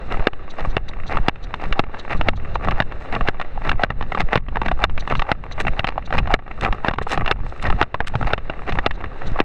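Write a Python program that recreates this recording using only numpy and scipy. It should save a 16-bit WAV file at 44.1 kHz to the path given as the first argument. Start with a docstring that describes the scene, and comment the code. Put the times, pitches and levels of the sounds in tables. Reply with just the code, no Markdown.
"""A gallop over beach sand

A camera strapped to the rider hears about two strides a second. Each stride scuffs the straps, heaves
air against the microphone, crunches the saddle and ends in one hard hoof jolt. The tack (saddle, straps
and buckles) rattles more as the horse works harder. Wind rushes, sand sprays, the bridle chinks and
the mane brushes by. The camera turns itself down briefly after each loud knock."""
import sys
import numpy as np
from scipy import signal
from scipy.fft import rfft, irfft, next_fast_len
from scipy.io import wavfile
from scipy.ndimage import uniform_filter1d, map_coordinates

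SR = 44100
rng = np.random.default_rng(int(sys.argv[2]) if len(sys.argv) > 2 else 0)


def digitize_waveform(pressure):
    """Quantize a signal to 16-bit integers and store it at the path in sys.argv[1].

    Rows of a 2-D input are taken as channels; values are limited to [-1, 1].
    """
    field = np.atleast_2d(pressure).T
    bounded = np.clip(field, -1, 1)
    quanta = np.round(bounded * 32767).astype(np.int16)
    wavfile.write(sys.argv[1], SR, quanta)


N = 416304
TIME = np.arange(N) / SR

# the bottom of the rider's bounce in each stride: t/s
STRIDES = [0.207, 0.687, 1.212, 1.724, 2.207, 2.741, 3.226, 3.759, 4.251, 4.739, 5.195, 5.705, 6.237, 6.707,
           7.241, 7.758, 8.266, 8.785, 9.331]
# hard hoof landings that jolt saddle and camera: t/s, relative level/dB, brightness/(dB per octave)
JOLTS = [(0.27, -11.5, -2), (0.767, -16.5, -3), (1.283, -12.5, -0.3), (1.793, -13.5, -0.5),
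         (2.285, -13.5, -0.7), (2.802, -14.5, -1.5), (3.285, -16, -1.5), (3.835, -12.5, -0.9),
         (4.356, -7, -1.2), (4.839, -12.5, 1.5), (5.316, -14.5, -1), (5.793, -19.5, 1.3), (6.339, -9.5, 0),
         (6.883, -12.5, -1.5), (7.312, -13, 1.4), (7.827, -12, 1), (8.333, -15.5, -0.3),
         (8.862, -14.5, 0.2), (9.402, -13, -2.6)]
# tone of small rattling parts: f/Hz, level/dB
RATTLE_TONE = [(60, -26.5), (250, -3.5), (420, -2.5), (750, 0.5), (1700, -3.5), (2400, -3.5), (3400, -21),
               (5000, -35.5), (10000, -44.5), (15000, -96.5)]


def amp(db):
    return 10 ** (np.asarray(db) / 20)


def unit(x):
    """Scale x to an average (rms) level of 1."""
    return x / np.sqrt(np.mean(x ** 2) + 1e-20)


def steady(x, size=700):
    """Even out the loudness of x but keep its fine grain."""
    return x / np.sqrt(abs(uniform_filter1d(x * x, size)) + 1e-12)


def along(points, hz):
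    """Read a curve of (frequency, value) points on a log frequency axis."""
    f, v = np.transpose(points)
    return np.interp(np.log(hz + 1), np.log(f + 1), v)


def wobble(rate):
    """A smooth curve through `rate` random values a second."""
    return map_coordinates(rng.standard_normal(int(N * rate / SR) + 4), [TIME * rate])


def filtered(x, response):
    """Scale each frequency in x by response(hz)."""
    size = next_fast_len(N + SR // 2)
    return irfft(rfft(x, size) * response(np.fft.rfftfreq(size, 1 / SR)), size)[:N]


def causal(gain):
    """Turn a gain curve into a filter that rings only after it is struck."""
    cepstrum = irfft(np.log(np.maximum(gain, 1e-6)))
    half = len(cepstrum) // 2
    return np.exp(rfft(np.r_[cepstrum[0], 2 * cepstrum[1:half], np.zeros(half)]))


def add(track, s, sound):
    """Mix a sound in at s seconds."""
    room = track[max(round(s * SR), 0):][:len(sound)]
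    room += sound[:len(room)]


def swells(rows):
    """A bell-shaped rise and fall for each row of t/s, half-width/s, level/dB."""
    out = np.zeros(N)
    for s, width, db in rows:
        near = slice(*np.searchsorted(TIME, [s - 3 * width, s + 3 * width]))
        out[near] += amp(db) * np.exp(-2 * ((TIME[near] - s) / width) ** 2)
    return out


def effort(s):
    """How hard the horse works at s seconds, in dB."""
    # the horse's effort: t/s, level/dB
    work = [(0, -14), (3, -3.5), (4, -2.5), (7.8, -1.5), (9.4, -7.5)]
    return np.interp(s, *np.transpose(work))


def housed(tone, hz):
    """The gain of a tone heard through the camera's housing, which boosts some pitches."""
    # resonances of the housing and microphone opening: f/Hz, width/Hz, boost/dB
    resonances = [(420, 90, 2), (800, 200, 5), (1148, 85, 6), (1295, 100, 4.5), (1880, 400, 4),
                  (2750, 300, 8), (3620, 220, 7), (4020, 250, 6), (5250, 200, 6), (6300, 400, 5),
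                  (7750, 600, 6)]
    boost_db = sum(db / (1 + (2 * (hz - centre) / width) ** 2) for centre, width, db in resonances)
    return amp(along(tone, hz) + boost_db)


def knock(tone, tilt_db, chatter_s, tail_db, tail_s, size=2048):
    """Two parts chatter together briefly, ringing the struck one and the housing."""
    t, hz = np.arange(size) / SR, np.fft.rfftfreq(size, 1 / SR)
    press = np.exp(-(t / chatter_s) ** 2) + amp(tail_db) * np.exp(-t / tail_s)
    force = rfft(rng.standard_normal(size) * press * (1 - np.exp(-t / 0.00052)))
    force_outline = np.sqrt(uniform_filter1d(np.abs(force) ** 2, size=37))
    octaves = np.log2(np.clip(hz, 330, 3500) / 1400)
    low_hz, high_hz, sharpness, boost_db = 692, 3000, 4.2, 8  # the struck part's own resonance
    ring_hz = low_hz * (high_hz / low_hz) ** rng.random()
    part_db = boost_db / (1 + (2 * sharpness * (hz / ring_hz - 1)) ** 2)
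    ring = irfft(force * causal(housed(tone, hz) * amp(tilt_db * octaves + part_db) / force_outline))
    return ring / np.sqrt(np.sum(ring ** 2) / (SR / 100))  # as much energy as 10 ms at level 1


def patter(rate, spread_db, dullest_db, brightest_db, count=12):
    """Small parts, from hollow to sharp, touch at random, `rate` times a second."""
    out = np.zeros(N)
    parts = [knock(RATTLE_TONE, tilt_db, chatter_s=0.0031, tail_db=-18, tail_s=0.0097)
             for tilt_db in np.linspace(dullest_db, brightest_db, count)]
    for moment, strength, part in rng.random((round(rate * N / SR), 3)):
        add(out, moment * N / SR, amp(spread_db * (2 * strength - 0.5)) * parts[int(part * count)])
    return out


def thud(pitch_hz, decay_s, size=4096):
    """A dull, low push that dies away almost at once."""
    t = np.arange(size) / SR
    return -np.sin(2 * np.pi * pitch_hz * t) * t / decay_s * np.exp(1 - t / decay_s)


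def head_wind():
    """Air rushes over the microphone opening, swelling with each stride."""
    # the wind between strides: t/s, level/dB
    wind = [(0, -40), (.9, -44), (3.05, -39.5), (3.5, -42.5), (5.5, -44), (9.1, -42.5), (9.4, -41.5)]
    # tone of rushing air: f/Hz, level/dB
    rush_tone = [(60, -19.5), (300, 0), (550, 1.5), (1000, -10), (1600, -7), (2300, -15), (2650, -17.5),
                 (3300, -26), (3900, -23.5), (5000, -36), (8000, -47), (14000, -76)]
    wind_db = np.interp(TIME, *np.transpose(wind)) + 4 * swells([(s - .03, .16, 0) for s in STRIDES])
    air = unit(filtered(rng.standard_normal(N) * amp(wobble(250)), lambda hz: housed(rush_tone, hz)))
    return air * amp(wind_db + wobble(17) + wobble(50))


def air_buffet(swing_hz, width_s, drive, bass_cut_hz, rumble_db, surge_db):
    """Each bounce swings the air pressure enough to overload the microphone; tumbling air rumbles."""
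    # strength of the pressure swing: t/s, level/dB
    swing_levels = [(0, -12), (9.4, -15)]
    # tone of tumbling air: f/Hz, level/dB
    rumble_tone = [(5, -6.5), (11, 9), (45, -3), (150, -16), (260, -25.5), (3000, -110)]
    eddy_tone = [(40, -2), (125, 4), (200, 1.5), (3000, -110)]
    pressure = sum(np.sin(2 * np.pi * swing_hz * (TIME - s)) * swells([(s - .022, width_s, 0)])
                   for s in STRIDES)
    overloaded = np.tanh(drive * pressure + 0.48 * wobble(22))
    # the microphone loses the deepest bass, so only the swing's edges get through
    swing = filtered(overloaded, lambda hz: (1j * hz / (bass_cut_hz + 1j * hz)) ** 2)
    rumble = unit(filtered(rng.standard_normal(N), lambda hz: amp(along(rumble_tone, hz))))
    surge = swells([(s - .052, .06, surge_db) for s in STRIDES])  # roughest on the way down
    eddies = unit(filtered(rng.standard_normal(N), lambda hz: amp(along(eddy_tone, hz))))
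    tumble = amp(rumble_db + 5 * wobble(7)) * rumble
    tumble += amp(1.1 * wobble(28) + .4 * effort(TIME)) * surge * eddies
    return amp(np.interp(TIME, *np.transpose(swing_levels))) * swing + amp(0.36 * effort(TIME)) * tumble


def sand_spray():
    """Kicked-up sand hisses unevenly, mostly just before each bounce."""
    # extra sprays of sand: t/s, half-width/s, level/dB
    sprays = [(3.02, 0.054, -59), (6.65, 0.021, -45.5), (7.504, 0.11, -58.5)]
    # tone of flying sand: f/Hz, level/dB
    spray_tone = [(1500, -9), (4200, -1.5), (8500, -14), (12000, -29.5)]
    grains = rng.standard_normal(N) * amp(5.5 * wobble(500))
    hiss = unit(filtered(grains, lambda hz: housed(spray_tone, hz)))
    kicks = [(s - 0.06, 0.15, -62) for s in STRIDES]
    return hiss * amp(2 * wobble(35) + 2.5 * wobble(5)) * swells(kicks + sprays)


def rubbing():
    """Straps stick and slip over tiny grains, the saddle crunches under load and the mane hisses by."""
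    # straps scuff, mostly on the way down: t/s, half-width/s, relative level/dB
    scuffs = [(0.122, .02, -24), (0.6, 0.029, -29.5), (1.124, 0.033, -24), (1.636, 0.033, -28),
              (2.12, 0.024, -25), (2.645, 0.017, -25), (3.137, 0.02, -22), (3.665, 0.032, -27),
              (4.66, 0.013, -17.5), (5.11, 0.015, -20.5), (5.607, 0.011, -21.5), (6.147, 0.02, -21.5),
              (6.634, 0.018, -20.5), (6.862, 0.024, -31), (7.135, 0.034, -21.5), (7.662, 0.029, -20.5),
              (8.278, 0.017, -22.5), (8.69, 0.022, -22)]
    # a strap jerks tight with a short rasp: t/s, level/dB
    jerks = [(4.207, -16), (5.884, -13.5), (6.183, -20)]
    # mane hair swishes past: t/s, half-width/s, level/dB
    swishes = [(5.607, 0.013, -24), (6.611, 0.0021, -15), (7.03, 0.0092, -29.5), (7.118, 0.038, -26.5),
               (7.625, 0.01, -29.5), (8.076, 0.012, -23.5)]
    # tone of brushing hair: f/Hz, level/dB
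    hair_tone = [(500, -17), (1500, 9), (4000, -1.5), (5500, -10), (9000, -14.5), (12000, -30),
                 (15000, -41.5)]
    grit_tone = [(900, -4.5), (3000, -5), (4600, 10), (8000, -4.5), (10000, -2.5)]
    crunch_tone = [(520, -10), (750, 3), (1250, -3.5), (2000, -6.5), (6000, -4)]
    slips = rng.standard_normal(N) * amp(7.8 * wobble(420) + 9.7 * wobble(110))
    grit = steady(filtered(slips, lambda hz: housed(RATTLE_TONE, hz) * amp(along(grit_tone, hz))))
    taps = steady(patter(rate=380, spread_db=4, dullest_db=-5, brightest_db=-2.5))
    strands = rng.standard_normal(N) * amp(7 * wobble(300))
    hair = steady(filtered(strands, lambda hz: housed(hair_tone, hz)))
    crunch = unit(filtered(.5 * grit + taps, lambda hz: amp(along(crunch_tone, hz))))
    # the saddle takes the load just before each jolt
    load = swells([(s - 0.0097, 0.04, db - 9.5 + effort(s)) for s, db, _ in JOLTS])
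    scuffing = (amp(-4.5) * grit + amp(-0.5) * taps) * swells(scuffs)
    rasps = grit * swells([(s, 0.018, db) for s, db in jerks])
    return scuffing + crunch * load + rasps + hair * swells(swishes)


def tack_rattle():
    """The mount knocks, buckles snap, leather taps and loose parts clatter around each bounce."""
    # knocks of the tack and camera mount: t/s, level/dB
    knocks = [(0.174, -40), (0.195, -28), (0.332, -25), (1.17, -17), (1.357, -32), (1.54, -22),
              (1.837, -22), (1.944, -28.5), (2.104, -27), (2.211, -18.5), (2.684, -17), (2.821, -16.5),
              (2.921, -30), (3.209, -26.5), (3.398, -24.5), (3.413, -23.5), (3.715, -14), (3.903, -14),
              (4.01, -24.5), (4.025, -28), (4.12, -20.5), (4.148, -19), (4.33, -14), (4.374, -6),
              (4.484, -24), (4.557, -20.5), (4.616, -16.5), (4.683, -17.5), (4.715, -16.5), (4.896, -25),
              (4.977, -25), (5.075, -23.5), (5.122, -17), (5.22, -18), (5.668, -19), (5.843, -16),
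              (6.105, -25.5), (6.125, -19), (6.147, -22), (6.273, -23.5), (6.39, -23.5), (6.478, -30.5),
              (6.648, -18), (6.725, -19), (6.846, -18.5), (6.91, -14), (6.936, -16.5), (6.984, -15),
              (7.014, -17.5), (7.175, -17.5), (7.277, -19.5), (7.701, -18.5), (7.813, -10.5), (7.943, -15),
              (8.004, -13.5), (8.153, -20.5), (8.227, -22.5), (8.378, -21), (8.497, -21.5), (8.787, -17),
              (8.909, -17.5), (9.04, -25.5)]
    # tone of a knock: f/Hz, level/dB
    knock_tone = [(150, -9.5), (750, 0), (1700, -2), (3400, -13.5), (5000, -28.5), (7500, -45),
                  (13000, -77)]
    # bright snaps of buckles: t/s, level/dB
    snaps = [(1.725, -19.5), (2.709, -21.5), (3.15, -23.5), (3.275, -25), (3.693, -17), (5.152, -18.5),
             (5.194, -20), (6.185, -17.5), (7.26, -21), (8.722, -24.5)]
    # tone of a buckle: f/Hz, level/dB
    snap_tone = [(300, -3), (1200, 1.5), (2700, 1.5), (5000, -18), (11000, -52)]
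    # hollow taps of leather on the saddle: t/s, level/dB
    taps = [(0.223, -31), (0.587, -28.5), (2.333, -25), (2.554, -18), (3.574, -26), (3.794, -19.5),
            (4.173, -21.5), (4.569, -18), (4.79, -27.5), (5.25, -31.5), (5.29, -22), (5.578, -29.5),
            (5.978, -18), (6.304, -18.5), (6.683, -19.5), (7.067, -21.5), (8.138, -25.5), (8.306, -26.5),
            (9.357, -24), (9.389, -19.5)]
    # tone of leather: f/Hz, level/dB
    tap_tone = [(200, -20), (500, 3), (800, 6), (1500, -6.5), (2700, -16), (8000, -58.5)]
    out = np.zeros(N)
    for s, db in knocks:
        tilt_db = rng.normal(-1.5, 2)  # brightness, per octave
        add(out, s, amp(db) * knock(knock_tone, tilt_db, chatter_s=0.0036, tail_db=-7, tail_s=0.0054))
        add(out, s, amp(db - 5.5) * thud(pitch_hz=150 * amp(2 * rng.normal()), decay_s=0.0022))
    for s, db in snaps:
        add(out, s, amp(db) * knock(snap_tone, rng.normal(), chatter_s=.0038, tail_db=-7, tail_s=.0058))
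    for s, db in taps:
        add(out, s, amp(db) * knock(tap_tone, rng.normal(), chatter_s=.0041, tail_db=-11, tail_s=.0068))
    shaking = amp(-42) + swells([(s - 0.043, 0.076, -31) for s in STRIDES])  # never quite still
    clatter = patter(rate=40, spread_db=8, dullest_db=-7.5, brightest_db=0.5)
    return out + amp(.5 * effort(TIME)) * shaking * clatter


def hooves():
    """Weight thuds onto the sand, then the leading hoof jolts the mount, which strikes twice."""
    # tone of a hoof jolt: f/Hz, level/dB
    jolt_tone = [(40, -21), (130, -0.5), (370, -0.5), (650, 0.5), (950, -10), (1600, -3), (2300, -10.5),
                 (3500, -12), (5000, -23), (7000, -45), (15500, -63)]
    out = np.zeros(N)
    for s in STRIDES:
        add(out, s - .013, amp(-7.5) * thud(pitch_hz=42 * amp(rng.normal()), decay_s=0.0014))
    add(out, 8.153, amp(-10.5) * thud(pitch_hz=123, decay_s=0.00345))  # one heavier step
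    for s, db, tilt_db in JOLTS:
        add(out, s, amp(db + 2) * knock(jolt_tone, tilt_db, chatter_s=0.003, tail_db=1.5, tail_s=0.0027))
        rebound_s = s + 0.0075 * rng.uniform(0.542, 1.7)
        rebound = knock(RATTLE_TONE, tilt_db, chatter_s=0.0034, tail_db=-17, tail_s=0.0036)
        add(out, rebound_s, amp(db - 11) * rebound)
        add(out, s, amp(-17.5) * thud(pitch_hz=100 * amp(rng.normal()), decay_s=0.0027))
    return out


def bridle():
    """Steel rings graze each other in faint chinks that die away fast."""
    # moments when the rings touch: t/s
    chinks = [0.501, 0.701, 0.885, 1.071, 1.434, 1.99, 2.17, 2.363, 2.547, 4.998, 5.168, 5.516, 6.055,
              8.944, 9.267]
    # pitches at which the steel rings: f/Hz, level/dB
    ring_tones = [(3860, 13.5), (4080, 1), (5850, 2), (6400, -15)]
    t = np.arange(2048) / SR
    grazes = rng.standard_normal(N) * amp(4 * wobble(300))
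    grazes *= swells([(s + .007, .014, rng.normal(0, 2)) for s in chinks])
    ring = sum(amp(db - 60 * t / .006) * np.sin(2 * np.pi * hz * t) for hz, db in ring_tones)
    shimmer = signal.oaconvolve(grazes, ring / np.linalg.norm(ring))[:N]
    return amp(-43) * filtered(shimmer, lambda hz: 1 / (1 + (hz / 7500) ** 8))


def scene():
    """All the sounds of the ride, in one channel."""
    air = air_buffet(swing_hz=8.3, width_s=.054, drive=9.3, bass_cut_hz=3.36,
                     rumble_db=-25.5, surge_db=-24.5)
    return (hooves() + sand_spray() + tack_rattle() + bridle() + rubbing() + head_wind() + air)[None]


def gain_control(x, threshold_db, slope, release_db_per_s, lag_s, hold_s):
    """Loud sound turns the volume down a moment later; after a short hold it climbs back."""
    level_db = 10 * np.log10(abs(uniform_filter1d(x * x, size=441)) + 1e-12)
    cut_db = slope * np.maximum(level_db - threshold_db, 0)
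    cut_db = np.maximum(cut_db, np.interp(TIME - hold_s, TIME, cut_db))
    climb_db = release_db_per_s * TIME
    held_db = np.maximum.accumulate(cut_db + climb_db) - climb_db
    return x * amp(-np.interp(TIME - lag_s, TIME, uniform_filter1d(held_db, size=300)))


def record(dry):
    """The camera turns down loud sound above the bass, rounds off peaks and drops the highest treble."""
    bass = filtered(dry[0], lambda hz: 1 / (1 + (hz / 220) ** 4))
    mix = bass + gain_control(dry[0] - bass, threshold_db=-20.5, slope=1.12,
                              release_db_per_s=93.5, lag_s=0.018, hold_s=0.012)
    rounded = mix / (1 + np.abs(mix) ** 6) ** (1 / 6)
    return filtered(rounded, lambda hz: hz < 16000)[None]


dry = scene()
out = record(dry)
digitize_waveform(out)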